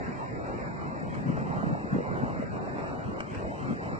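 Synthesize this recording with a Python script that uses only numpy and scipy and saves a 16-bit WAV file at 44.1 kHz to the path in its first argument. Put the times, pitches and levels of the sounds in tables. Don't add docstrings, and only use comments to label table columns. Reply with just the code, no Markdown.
import sys
import numpy as np
from scipy import signal
from scipy.fft import rfft, irfft
from scipy.io import wavfile
from scipy.ndimage import uniform_filter1d

SR = 44100
rng = np.random.default_rng(int(sys.argv[2]) if len(sys.argv) > 2 else 0)


def bounce(signal):
    frames = np.transpose(np.atleast_2d(signal))
    limited = np.clip(frames, -1, 1)
    pcm = np.round(limited * 32767).astype(np.int16)
    wavfile.write(sys.argv[1], SR, pcm)


def volts_from_db(level):
    exponent = np.asarray(level, float) / 20
    return 10 ** exponent


N = 175959
FFT_HZ = np.fft.rfftfreq(N, 1 / SR)

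# (time [s], gust strength [dB], left over right [dB])
GUST_PATH = [(0.0, -42.5, -5), (1.01, -40, 0.5), (1.33, -32.5, 6.5), (1.51, -37, -10.5), (1.6, -38, -1),
             (1.64, -33.5, -4.5), (1.71, -30.5, 1.5), (1.89, -51, -11), (1.93, -27, 5.5),
             (2.06, -44, -13.5), (2.13, -36.5, -8.5), (2.46, -39, 3), (3.59, -46, 7), (3.73, -30, 4),
             (3.79, -50, -4), (3.94, -37.5, 5.5), (3.99, -46, -7.5)]
# (from [Hz], to [Hz], shift up [Hz])
TREBLE_COPIES = [(3690, 6700, 3015), (6700, 8940, 5254)]


def evened(x):
    return x / np.sqrt(np.mean(x ** 2) + 1e-20)


def read(points, hz):
    f, value = np.transpose(points)
    return np.interp(np.log(hz + 1), np.log(f + 1), value)


def curve(rows, col):
    rows = np.array(rows)
    return np.interp(np.arange(N) / SR, rows[:, 0], rows[:, col])


def smooth(x, seconds):
    n = max(int(seconds * SR), 1)
    return uniform_filter1d(uniform_filter1d(x, n, axis=-1), n, axis=-1)


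def rumble():
    # (time [s], level [dB], left port lag [ms], focus of the source [ratio])
    flow = [(0, -45, 0.35, .7), (.5, -45.5, 0.34, .85), (.8, -46, 0.31, 0.77), (.93, -46.5, 0.35, 1.1),
            (1.25, -46, 0.33, .95), (1.4, -45.5, 0.32, 1.12), (1.72, -45.5, 0.32, 1.12),
            (1.85, -45.5, .31, 1.1), (2.03, -45.5, 0.33, 1.1), (2.36, -45.5, 0.29, 1.1),
            (2.45, -46, 0.32, .72), (2.9, -45, 0.25, .85), (3.19, -47, .33, .75), (3.27, -46.5, 0.3, 1.1),
            (3.35, -45, 0.4, 0.6), (3.44, -45.5, 0.32, 1), (3.93, -45.5, .28, 1.15),
            (3.99, -45.5, 0.3, 0.94)]
    # (time [s], level [dB])
    hiss = [(0.0, -65.5), (0.95, -67), (2.44, -68), (2.76, -67), (3.47, -65.5), (3.99, -63)]
    # (frequency [Hz], density [dB per Hz])
    colour = [(25, -30), (70, 0), (300, 1), (800, -2), (1600, -8), (2200, -14), (3600, -26.5),
              (9000, -29.5)]
    # (frequency [Hz], likeness [0-1])
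    likeness = [(60, 1), (400, .45), (900, .5), (1400, 0.8), (1800, .95), (2300, .55), (3500, 0.14),
                (9000, 0)]
    # (frequency [Hz], share [ratio])
    follow = [(300, 1.8), (900, 3.2), (2500, 1.8), (4000, 0.58)]
    level_db, patch_db, flicker_db = -35.5, 0.84, 0.2151

    frames, hz = N // 256 + 5, np.fft.rfftfreq(1024, 1 / SR)[:, None]
    at = np.clip(np.arange(frames) * 256, 0, N - 1)
    a, b, c, d, patches = rng.standard_normal((frames, 513, 5)).T
    patches = uniform_filter1d(patches, size=12, axis=0)
    patches = evened(uniform_filter1d(patches, size=14, axis=1))

    same = np.clip(read(likeness, hz) * curve(flow, 3)[at], 0, 1)
    right = a + 1j * b
    lag = np.exp(-2j * np.pi * hz * curve(flow, 2)[at] / 1000)
    left = same * right * lag + np.sqrt(1 - same ** 2) * (c + 1j * d)

    swell_db = curve(flow, 1) + flicker_db * evened(smooth(rng.standard_normal(N), 0.036))
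    swell_db = (swell_db - swell_db.mean())[at]
    hiss_db = curve(hiss, 1)
    hiss_db = (hiss_db - hiss_db.mean())[at]
    z = np.array([left, right])
    z *= volts_from_db(read(colour, hz) + read(follow, hz) * (patch_db * patches + swell_db))
    z *= volts_from_db(np.clip(hz / 2000 - 1, 0, 1) * hiss_db)
    return volts_from_db(level_db) * evened(signal.istft(z, nperseg=1024, noverlap=768)[1][:, :N])


def wind():
    # (frequency [Hz], density [dB per Hz])
    buffet = [(25, -56), (45, -18), (80, -6), (140, 7.5), (240, 2), (400, -10), (700, -16.5), (1500, -61.5)]
    lump_db, lump_s, gust_db = 2, 0.015, 1.5
    air = irfft(rfft(rng.standard_normal((2, N))) * volts_from_db(read(buffet, FFT_HZ)), N)
    lumps = smooth(rng.standard_normal((3, N)), lump_s)
    lumps = evened(lumps[:2] + 0.25 * lumps[2])
    pan_db = np.array([[.5], [-.5]]) * curve(GUST_PATH, 2)
    return volts_from_db(curve(GUST_PATH, 1) + gust_db + pan_db) * evened(air * volts_from_db(lump_db * lumps))


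def thumps():
    # (time [s], peak [dB], pitch [Hz], left over right [dB])
    pushes = [(1.031, -25, 195, 2), (1.208, -25.5, 194, -10), (1.261, -37, 174.9, -5),
              (1.297, -33.5, 492, -2), (1.302, -17.5, 243, 1), (1.345, -31.5, 195.3, -5),
              (1.376, -25.5, 615.5, 7), (1.425, -25, 209, -1), (1.47, -28, 391, 8), (1.612, -29, 187, -2),
              (1.632, -21.5, 697.5, 2), (1.64, -25.5, 213.5, -17), (1.67, -22, 175.2, -8),
              (1.704, -26, 259, 9), (1.73, -19, 156.6, 0), (1.753, -26.5, 621, 3), (1.772, -29.5, 457, 9),
              (1.846, -26.5, 217, 12), (1.931, -19, 190, 0), (1.945, -35.5, 424, -8.5),
              (1.951, -19, 251, -5.5), (1.956, -31.5, 415, 0.5), (1.963, -19.5, 395, 4.5),
              (1.986, -20.5, 483, -2), (1.987, -21.5, 265, 5.5), (2.001, -32.5, 471, -1),
              (2.007, -21, 465, 0.5), (2.12, -26.5, 222, -2), (2.235, -36, 508, 23), (2.236, -20, 223, 9.5),
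              (2.398, -27, 236, 10), (2.426, -28, 541, 14.5), (3.091, -26.5, 179, -6),
              (3.374, -28, 95, 0.5), (3.452, -32, 69, -5), (3.709, -24, 224.8, 8), (3.728, -26, 228, 1),
              (3.946, -26.5, 185.3, 0),
              (.092, -25, 207, 0), (0.501, -39, 52, 5.5), (.62, -36, 60, 0), (1.084, -27, 595, 1),
             (1.422, -31.5, 646, 6), (2.598, -47, 584, 0), (2.676, -29.5, 681, -7.5),
             (2.841, -26.5, 560, 0), (3.038, -33.5, 759, 1.5), (3.06, -27, 130, 2.5),
             (3.441, -32.5, 110, 0), (3.689, -26, 260, -1)]
    fall_cycles, rise_share = 0.96, 0.51
    level_db, port_turn = -1, .6
    out, u = np.zeros((2, N + 8000)), np.arange(-4000, 4000) / SR
    side = np.array([[1], [-1]])
    for k, (s, db, hz, pan_db) in enumerate(pushes):
        cycles = fall_cycles * np.where(u < 0, rise_share, 1)
        shape = np.exp(-.5 * (u * hz / cycles) ** 2)
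        push = shape * np.sin(2 * np.pi * hz * (u + s) + (-1) ** k * port_turn * side)
        out[:, round(s * SR):][:, :8000] += volts_from_db(db + level_db + side * pan_db / 2) * push
    return out[:, 4000:N + 4000]


def ticks():
    # (time [s], peak [dB], rattle length [s], thud [dB])
    contacts = [
        (.0917, -51.5, 0.0063, -6),
        (0.997, -50, 0.0089, -16.5),
        (1.142, -48.5, 0.0057, -13),
        (1.15, -47.5, 0.011, -11),
        (3.2035, -36.5, 0.005, 0.5),
        (3.2105, -59.5, 0.004, -5),
        (3.347, -36.5, 0.004, -4),
        (3.353, -54.5, 0.013, -5),
    ]
    # (frequency [Hz], width [Hz], level [dB])
    floe = [(1210, 650, -3.5), (1600, 110, 10), (2300, 180, 6.5), (2896, 780, -1.5), (4653, 980, 7),
            (7150, 180, 1.5)]
    lag_s, level_db = 0.00025, 3.5
    out, t = np.zeros(N + 4000), np.arange(2000) / SR
    modes = np.array([volts_from_db(db) * np.sqrt(w) * np.exp(-np.pi * w * t) * np.sin(2 * np.pi * hz * t)
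                      for hz, w, db in floe])
    thud, bright = modes[:4].sum(0), modes[4:].sum(0)
    grits = rng.standard_normal((len(contacts), 2000))
    for (s, db, length, thud_db), grit in zip(contacts, grits):
        rattle = grit * np.minimum(t / 0.0003, 1) * np.exp(-(t / max(length, .001)) ** 2)
        ring = (bright + volts_from_db(thud_db) * thud) / np.linalg.norm(bright)
        out[round(s * SR):][:3999] += volts_from_db(db + level_db) * np.convolve(rattle, ring)
    return np.array([np.roll(out, round(lag_s * SR))[:N], out[:N]])


def ports(x):
    # (frequency [Hz], loss [dB])
    shadow = [(60, 0), (2000, .2), (3600, 1.2), (3800, 6.5), (5500, 13.5), (7000, 19.5), (9000, 19.5)]
    loss_db = read(shadow, FFT_HZ)
    return irfft(rfft(x) * volts_from_db([np.zeros_like(loss_db), -loss_db]), N)


def scene():
    return ports(rumble() + ticks()) + wind() + thumps()


def thinned(x):
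    # (frequency [Hz], step [dB])
    step_curve = [(60, -30.5), (500, -30.5), (1100, -27), (1500, -30), (2000, -30.5), (2600, -35.5),
                  (3100, -32), (3700, -29)]
    # (frequency [Hz], share [ratio])
    waver_curve = [(1000, .4), (2400, 0.38), (3000, 1.1), (3700, 1.5)]
    # (time [s], coarser step [dB])
    thrift = [(0, -3), (.06, 3.5), (.25, 1), (.4, 4), (1.05, 2.5), (1.13, -3), (1.98, -1.5), (2.06, 3),
              (2.18, -3), (2.42, -3.5), (2.5, 3), (2.8, 0.5), (3.0, 1.5), (3.08, -2), (3.35, -3),
              (3.48, 2.5), (3.6, -2), (3.99, 1.5)]
    frame_db, band_db = 1.07, 3.4
    gust_share, round_up = .1, .41

    hop, lines = 2048, int(TREBLE_COPIES[0][0] * 4096 / SR)
    n, k = np.arange(2 * hop)[:, None] + .5, np.arange(lines) + .5
    window = np.sin(np.pi * n / (2 * hop))
    basis = window * np.cos(np.pi / hop * (n + hop / 2) * k) * np.sqrt(2 / hop)
    frames = N // hop + 2
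    both = np.array([x[0] + x[1], x[0] - x[1]]) / 2
    both = np.pad(both, ((0, 0), (hop, frames * hop - N))).reshape(2, -1, hop)
    z = np.concatenate([both[:, :-1], both[:, 1:]], 2) @ basis

    hz = k * SR / (2 * hop)
    waver = read(waver_curve, hz)
    chance = rng.standard_normal((frames, 40))
    band_chance = np.repeat(chance[:, 1:], 12, axis=1)[:, :lines]
    step = volts_from_db(read(step_curve, hz) + frame_db * waver * chance[:, :1] + band_db * band_chance)
    at = np.minimum(np.arange(frames) * hop, N - 1)
    gust_db = smooth(curve(GUST_PATH, 1), 0.028)[at]
    coarser_db = curve(thrift, 1)[at] - gust_share * (gust_db - gust_db.mean())
    step = step * volts_from_db(waver * coarser_db[:, None])

    back = (np.sign(z) * np.floor(abs(z) / step + round_up) * step) @ basis.T
    mid, side = (back[:, 1:, :hop] + back[:, :-1, hop:]).reshape(2, -1)[:, :N]
    return np.array([mid + side, mid - side])


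def unthinned(low, dry):
    moments = [
        1.15,
        3.207,
        3.351,
    ]
    half_width_s, top_hz = 0.0095, 3260
    t = np.arange(N) / SR
    share = sum(np.exp(-((t - s) / half_width_s) ** 4) for s in moments)
    whole = irfft(rfft(dry) * (FFT_HZ < top_hz), N)
    return low + share * (whole - low)


def fenced(x):
    # (from [Hz], to [Hz])
    empty = [(0, 3660), (6480, 6680)]
    return irfft(rfft(x) * np.prod([(FFT_HZ < lo) | (FFT_HZ > hi) for lo, hi in empty], axis=0), N)


def rebuilt_treble(low, dry):
    boost_db, fill = 7, 0.79
    true, thin, copy = rfft(dry), rfft(low), np.zeros((2, N // 2 + 1), complex)
    colour = np.sqrt(abs(uniform_filter1d(abs(true) ** 2, size=1200, axis=1))) + 1e-12
    flat = thin / colour
    for lo, hi, shift in np.round(np.array(TREBLE_COPIES) * N / SR).astype(int):
        copy[:, lo:hi] = flat[:, lo - shift:hi - shift] * colour[:, lo:hi]

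    def local_power(z):
        power = uniform_filter1d(abs(z) ** 2, size=6, axis=1)
        return abs(uniform_filter1d(power, size=3, axis=2))

    have, want = (signal.stft(v, nperseg=256, noverlap=192)[2] for v in (irfft(copy, N), dry))
    have_power, want_power = local_power(have), local_power(want)
    shaped = have * np.minimum(np.sqrt(want_power / (have_power + 1e-20)), volts_from_db(boost_db))
    copy_power = abs(uniform_filter1d(abs(have) ** 2, size=9, axis=2))
    alive = np.minimum(1.35 * copy_power / (want_power + 1e-20), 1)
    shaped = np.sqrt(1 - fill) * shaped + np.sqrt(fill) * alive * want
    return fenced(signal.istft(shaped, nperseg=256, noverlap=192)[1][:, :N])


def low_pass(x):
    return signal.sosfilt(signal.butter(12, 9310, fs=SR, output="sos"), x)


def record(dry):
    low = unthinned(thinned(dry), dry)
    return low_pass(low + rebuilt_treble(low, dry))


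dry = scene()
out = record(dry)
bounce(out)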